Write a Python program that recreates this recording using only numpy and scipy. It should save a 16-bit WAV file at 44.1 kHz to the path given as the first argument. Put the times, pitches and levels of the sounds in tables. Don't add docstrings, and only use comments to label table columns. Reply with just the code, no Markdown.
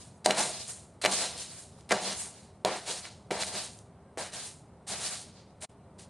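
import sys
import numpy as np
from scipy import signal
from scipy.fft import rfft, irfft, next_fast_len
from scipy.io import wavfile
from scipy.ndimage import uniform_filter1d, minimum_filter1d

SR = 44100
rng = np.random.default_rng(int(sys.argv[2]) if len(sys.argv) > 2 else 0)


def unload_audio(sound):
    columns = np.transpose(np.atleast_2d(sound))
    steps = np.round(np.clip(columns, -1, 1) * 32767)
    wavfile.write(sys.argv[1], SR, steps.astype(np.int16))


def magnitude_from_level(level_db):
    exponent = np.asarray(level_db, float) / 20
    return 10 ** exponent


N = 268877
TIME = np.arange(N) / SR
FLOW_TIME = TIME[::32]
BLOW_N = 4096


def unit(x):
    return x / np.sqrt(np.mean(x ** 2))


def colour(x, spectrum):
    hz, db = np.transpose(spectrum)
    size = next_fast_len(N)
    axis = np.log(np.arange(size // 2 + 1) * SR / size + 1e-9)
    gain = magnitude_from_level(np.interp(axis, np.log(hz), db))
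    return irfft(rfft(x, size) * gain, size)[:N]


def passband(x, low_hz, high_hz, order=2):
    edges_hz = [low_hz, min(high_hz, 15000)]
    return signal.sosfilt(signal.butter(order, edges_hz, "bandpass", fs=SR, output="sos"), x)


def walk(rate_hz):
    hold = int(SR / rate_hz)
    levels = np.repeat(rng.standard_normal(N // hold + 1), hold)
    return uniform_filter1d(levels, hold)[:N]


def impacts(rate_hz, spread_db):
    hit = rng.random(N) < rate_hz / SR
    hardness = np.minimum(rng.exponential(1, N), 4.5)
    sign = 2 * (rng.random(N) < 0.5) - 1
    return hit * magnitude_from_level(spread_db * hardness) * sign


def ring(x, modes, damp=1., apart=0):
    out = 0
    for k, (hz, db, t60_s) in enumerate(modes):
        pole = np.exp(2j * np.pi * hz / SR - np.log(1000) / (damp * t60_s * SR))
        mode = signal.lfilter([1], [1, -pole], np.roll(x, k * apart)).imag
        out = out + magnitude_from_level(db) * mode
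    return out


def surge(start_s, swell_s, db, hold_s, fall_db_s):
    late_s = FLOW_TIME - start_s
    swell = np.sin(np.pi / 2 * np.clip(late_s / swell_s, 0, 1))
    return swell * magnitude_from_level(db - fall_db_s * np.clip(late_s - swell_s - hold_s, 0, 1))


# frequency in Hz, density in dB per Hz.
MURMUR_SPECTRUM = [(15, -78), (25, -18), (53, -21.5), (71, -3), (116, -3.5), (189, -5), (347, -16.5),
                   (386, -10), (487, -17.5), (543, -13.5), (1260, -25), (1560, -30), (1800, -46.5),
                   (2340, -83), (3960, -120)]


def murmur():
    return magnitude_from_level(-54 + 0.66 * walk(1.7)) * unit(colour(rng.standard_normal(N), MURMUR_SPECTRUM))


# frequency in Hz, density in dB per Hz.
HISS_SPECTRUM = [(1060, -27), (1800, -2.5), (2330, -5.5), (2520, -8.5), (6730, -16), (9280, -7.5),
                 (12300, -35), (16000, -74), (22000, -120)]


def hiss():
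    return magnitude_from_level(-74) * unit(colour(rng.standard_normal(N), HISS_SPECTRUM))


# frequency in Hz, density in dB per Hz.
GRANULE_SPECTRUM = [(1180, -31.5), (2000, -21.5), (2490, -8), (2950, -6.5), (3410, -5), (4160, -1),
                    (5720, -4), (7140, -0.5), (7940, -1), (9250, 2.5), (11200, -13.5), (11800, -26.5),
                    (12400, -37.5), (16100, -81.5), (22000, -120)]


def granule_clicks():
    granules = colour(impacts(7000, spread_db=2.0), GRANULE_SPECTRUM)
    return passband(granules, 1500, 6140, order=3), passband(granules, 5870, 17000, order=3)


# mode in Hz, level in dB, t60 in seconds.
TUB_MODES = [(198.5, -9.5, 0.19), (322, -12.5, 0.077), (406, -4.5, 0.055), (491.4, -7.5, 0.071),
             (540, -13.5, 0.17), (633, 1, 0.05), (729, 0.5, 0.058), (847, 1.5, 0.025), (962, 3, 0.018)]


def tub_drumming():
    drumming = ring(impacts(1500, spread_db=2.0), TUB_MODES, damp=0.96, apart=9973)
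    return passband(drumming, 130, 2000)


# mode in Hz, level in dB, t60 in seconds.
BLADE_MODES = [(1181, -2.5, 0.0152), (1430, -1.5, 0.014), (1615, -10.5, 0.042), (1787, -1, 0.014),
               (2042, 0.5, 0.013), (2300, -4.5, 0.023), (2566, 0, 0.0052), (2908, -1, 0.013),
               (3470, -3, 0.0117), (4040, 2.5, 0.025)]


def blade_rattle():
    rattle = ring(impacts(3000, spread_db=0.5), BLADE_MODES, damp=0.6, apart=7919)
    return passband(rattle, 670, 3300)


BLADE_DB = -4

# start in seconds, swell in seconds, rush in dB, fall in dB/s, dust re rush in dB.
TRICKLES = [(-.02, 0.017, -53, 140, 5), (.67, 0.027, -49.5, 175, 10.5), (0.759, 0.014, -59.5, 123, 3.5),
            (1.45, 0.14, -58, 125, 8.5), (1.77, 0.027, -70.5, 120, 4), (2.15, 0.054, -46.5, 182, 10.5),
            (2.25, 0.14, -57.5, 137, -1), (3.03, 0.02, -47.5, 145, -4.5), (3.68, 0.063, -67.5, 170, 12),
            (4.419, 0.042, -48, 186, 7), (4.176, 0.009, -48, 202, 9), (4.867, 0.032, -48.5, 298, 12),
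            (5.605, 0.036, -53, 1200, 13), (5.28, 0.016, -73, 303, 5), (5.34, 0.059, -60.5, 134, -18),
            (5.7, .03, -81, 304, -10)]


def trickles():
    return [(surge(s, swell_s, db, 0, fall_db_s), -7.5, dust_db, BLADE_DB)
            for s, swell_s, db, fall_db_s, dust_db in TRICKLES]


# start in seconds, rush in dB, hold in seconds, fall in dB/s, tub re rush in dB.
DIGS = [
    (0.244, -36, 0.0082, 402, -16),
    (0.257, -40, 0.059, 143.5, 14.5),
    (1.014, -41.5, 0.025, 297.5, -7.5),
    (1.045, -41.5, .052, 397, 10),
    (1.89, -49, 0.0088, 292.5, -3),
    (1.908, -44, 0.092, 200, 14),
    (2.649, -45, 0.0058, 250, 19.5),
    (2.655, -43.5, .12, 220, 12),
    (3.306, -44.5, 0.081, 195, 8.5),
    (4.177, -44, 0.047, 165, 7),
]


def digs():
    parts = []
    for s, db, hold_s, fall_db_s, tub_db in DIGS:
        tub_fading_db = tub_db - 89.5 * np.clip(FLOW_TIME - s, 0, 1)
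        parts.append((surge(s, 0.004, db, hold_s, fall_db_s), tub_fading_db, -1, BLADE_DB + 2.5))
    return parts


def struck(modes, spot_hz, fall_db, damp):
    near = [(hz, db - fall_db * abs(np.log2(hz / spot_hz)), t60_s) for hz, db, t60_s in modes]
    blow = passband(ring(np.arange(BLOW_N) == 0, near, damp), 0.41 * spot_hz, 2.8 * spot_hz)
    return blow / np.abs(blow).max()


def add_knock(out, start_s, blade_db, tub_db, tick_db, blade_hz, tub_hz):
    decay = np.exp(-np.arange(BLOW_N) / SR / 0.0015)
    tick = passband(rng.standard_normal(BLOW_N) * decay, 3300, 8300)
    tick = magnitude_from_level(tick_db + 4.5) * tick / np.abs(tick).max()
    blade = struck(BLADE_MODES, blade_hz, fall_db=25.5, damp=1.1)
    tub = magnitude_from_level(tub_db) * struck(TUB_MODES, tub_hz, fall_db=33, damp=0.83)
    at = int((start_s + 0.0004) * SR)
    out[at:at + BLOW_N] += magnitude_from_level(blade_db - 7) * (blade + tub + tick)


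# start in seconds, blade in dB, tick re
# blade in dB, blade spot in Hz.
CLICKS = [(.2459, -43, -7, 4040), (.2597, -20, 13.5, 4000), (1.0157, -31, 0, 3960), (1.115, -40, -2, 3800),
          (1.808, -45.5, 3, 2230), (1.891, -38, 0, 4030), (1.9034, -22, -14, 2110), (1.9215, -23, 13, 2080),
          (2.6483, -24, 10.5, 2510), (3.3095, -42, 6, 2100), (4.175, -42, 3.5, 1900),
          (1.028, -37, -1, 3900), (3.053, -22, -20, 2350), (3.4233, -13, -15, 3720),
          (3.4339, -15.5, -13, 2240), (3.7883, -54, 17.5, 4210), (4.3306, -33, -7, 3900),
          (4.5114, -48, 10, 3840), (4.8816, -49, -13.5, 3430), (5.377, -48, -26, 1530),
          (5.6222, -28, -20, 2660), (5.6464, -27, -12, 3210), (5.9868, -49, -6, 4260)]


def lump_clicks():
    out = np.zeros(N + BLOW_N)
    for s, blade_db, tick_db, blade_hz in CLICKS:
        add_knock(out, s, blade_db, -16, tick_db, blade_hz, 620)
    return out[:N]


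# start in seconds, blade in dB, tub re blade in dB, blade spot in Hz, tub spot in Hz.
BLOWS = [(0.2597, -6, -0.5, 2020, 620), (0.299, -33, -28, 2270, 355), (.3046, -16, 3, 2040, 595),
         (.3077, -0.5, -22, 2970, 824), (1.0367, -20, -2.5, 3880, 748), (1.0396, -13, -3.5, 3740, 568),
         (1.0421, -10, -10.5, 2280, 540), (1.0493, -2, -4, 2280, 668), (1.0562, -7.5, -4, 2500, 684),
         (1.0595, -1, -11, 2700, 640), (1.063, -10, -22, 2410, 637), (1.9077, -8.5, -16, 2070, 899),
         (1.9102, -13, 2.5, 2300, 619), (1.915, -13, -3, 2310, 644), (1.9179, -4, -5.5, 2000, 867),
         (1.9222, -7, 2, 1580, 662), (1.9254, -4.5, -12, 1510, 633), (2.6479, -16.5, 9.5, 3420, 584),
         (2.6526, -25, 1.5, 1950, 730), (3.3059, -27, 10, 2010, 720), (3.3098, -12.5, -4.5, 2200, 630),
         (3.315, -23, 7.5, 3220, 412), (4.1735, -24.5, 4.5, 1890, 482)]


def blade_blows():
    out = np.zeros(N + BLOW_N)
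    for s, blade_db, tub_db, blade_hz, tub_hz in BLOWS:
        add_knock(out, s, blade_db, tub_db, -12.5, blade_hz, tub_hz)
    return out[:N]


# start in seconds, swell in seconds, rush in dB, fall in dB/s, tub re rush in dB.
POURS = [(0.344, 0.0084, -40, 150, 0), (0.353, 0.053, -31, 127, -1.5), (.49, 0.12, -44.5, 112, -20.5),
         (1.103, 0.023, -35, 105, -3), (1.12, 0.03, -35, 91.5, -26), (1.189, 0.06, -38, 160, -3),
         (1.35, 0.059, -45, 70, -16), (1.941, 0.12, -41, 85, -3.5), (2.019, 0.078, -37, 170, -7),
         (2.8, 0.037, -52.5, 200, 1.5), (2.851, 0.056, -38.5, 115, -6), (3.388, 0.032, -37.5, 350, -4),
         (3.45, 0.033, -43, 148, -3), (3.498, 0.088, -37.5, 203, -6), (3.57, .07, -45.5, 151, -9.5),
         (4.316, 0.04, -42, 131, -6), (4.335, 0.09, -46.5, 169, -13), (4.865, 0.067, -39.5, 155, -3),
         (4.97, 0.067, -41, 95, -7), (5.01, 0.052, -39.5, 107.5, -17), (5.06, 0.094, -44.5, 163, -15),
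         (5.604, 0.041, -48, 898, 3), (5.981, 0.017, -55.5, 220.5, -6.5)]


def pours():
    return [(surge(s, swell_s, db, 0.004, fall_db_s), tub_db, 1, BLADE_DB)
            for s, swell_s, db, fall_db_s, tub_db in POURS]


def flows():
    idle_db = np.array([[-140], [-66.5], [-83.5], [-140]])
    power = np.zeros((4, len(FLOW_TIME))) + magnitude_from_level(idle_db) ** 2
    for flow, tub_db, dust_db, blade_db in trickles() + digs() + pours():
        rattle_db = 0.37 * tub_db + blade_db
        for k, db in enumerate((0, tub_db, rattle_db, dust_db)):
            power[k] += (flow * magnitude_from_level(db)) ** 2
    return np.array([np.interp(TIME, FLOW_TIME, np.sqrt(p)) for p in power])


def strokes():
    rush, *shares = flows() * magnitude_from_level(1.5 * walk(35))
    coarse, dust = granule_clicks()
    out = rush * magnitude_from_level(0.73 * walk(22)) * unit(coarse)
    for layer, share in zip((tub_drumming(), blade_rattle(), dust), shares):
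        out += share * magnitude_from_level(1.8 * walk(21)) * unit(layer)
    return out


def tiled_echo(near):
    t = np.arange(16384) / SR
    echo = rng.standard_normal(16384) * magnitude_from_level(-60 * t / 0.22) * (t > 0.004)
    return signal.fftconvolve(near, magnitude_from_level(-13) * echo / np.sqrt(np.sum(echo ** 2)))[:N]


# time in seconds, pitch in Hz, level in dB.
SQUEAK = [
    (3.918, 1570, -88),
    (3.97, 1570, -75),
    (4.09, 1585, -73),
    (4.15, 1590, -86),
]


def squeak():
    s, hz, db = np.transpose(SQUEAK)
    pitch_hz = np.interp(TIME, s, hz) * (1 + 0.012 * walk(60))
    level_db = np.interp(TIME, s, db, -140, -140) + 2.8 * walk(40)
    return magnitude_from_level(level_db) * np.sin(2 * np.pi * np.cumsum(pitch_hz) / SR)


# time in seconds, level in dB.
CHANGE = [
    (5.651, 0),
    (5.666, -28),
    (5.686, -28),
    (5.696, 0),
]


def scene_change():
    s, db = np.transpose(CHANGE)
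    return magnitude_from_level(np.interp(TIME, s, db))


def scene():
    near = strokes() + lump_clicks() + blade_blows()
    room = murmur() + hiss() + squeak()
    mix = (near + tiled_echo(near) + room) * scene_change()
    return np.tile(mix, (2, 1))


def noise_filled(x, fill_hz, top_hz):
    hz, s, z = signal.stft(x, SR, "cosine", 1024)
    band = np.sqrt(uniform_filter1d(np.abs(z) ** 2, size=12, axis=1) + 1e-18)
    noise = rng.standard_normal(z.shape) + 1j * rng.standard_normal(z.shape)
    filled = magnitude_from_level(0.95) * band * noise
    treble_power = np.mean(np.abs(z[0, hz > fill_hz]) ** 2, axis=0)
    treble_db = 10 * np.log10(uniform_filter1d(treble_power, size=3) + 1e-18)
    slope_db_s = np.gradient(treble_db, s)
    steady = np.abs(uniform_filter1d(slope_db_s, size=5)) < 70
    steady &= minimum_filter1d(1 * (slope_db_s < 330), size=5, origin=1) > 0
    chance = np.kron(rng.random((33, len(s) // 4 + 1)), np.ones((16, 4)))[:len(hz), :len(s)]
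    kept = chance < np.interp(hz, [4000, 5500], [0.3, 0.03])[:, None]
    swap = np.outer((hz > fill_hz) & (hz < top_hz), steady) & ~kept
    return signal.istft(np.where(swap, filled, z), SR, "cosine", 1024)[1][:, :N]


def top_cut(x):
    return signal.sosfilt(signal.butter(12, 12510, fs=SR, output="sos"), x)


def record(dry):
    top_hz = 11800
    cut = signal.sosfilt(signal.ellip(8, 0.2, 60, top_hz, fs=SR, output="sos"), dry)
    mix = noise_filled(cut, 4050, top_hz)
    return top_cut(mix)


dry = scene()
out = record(dry)
unload_audio(out)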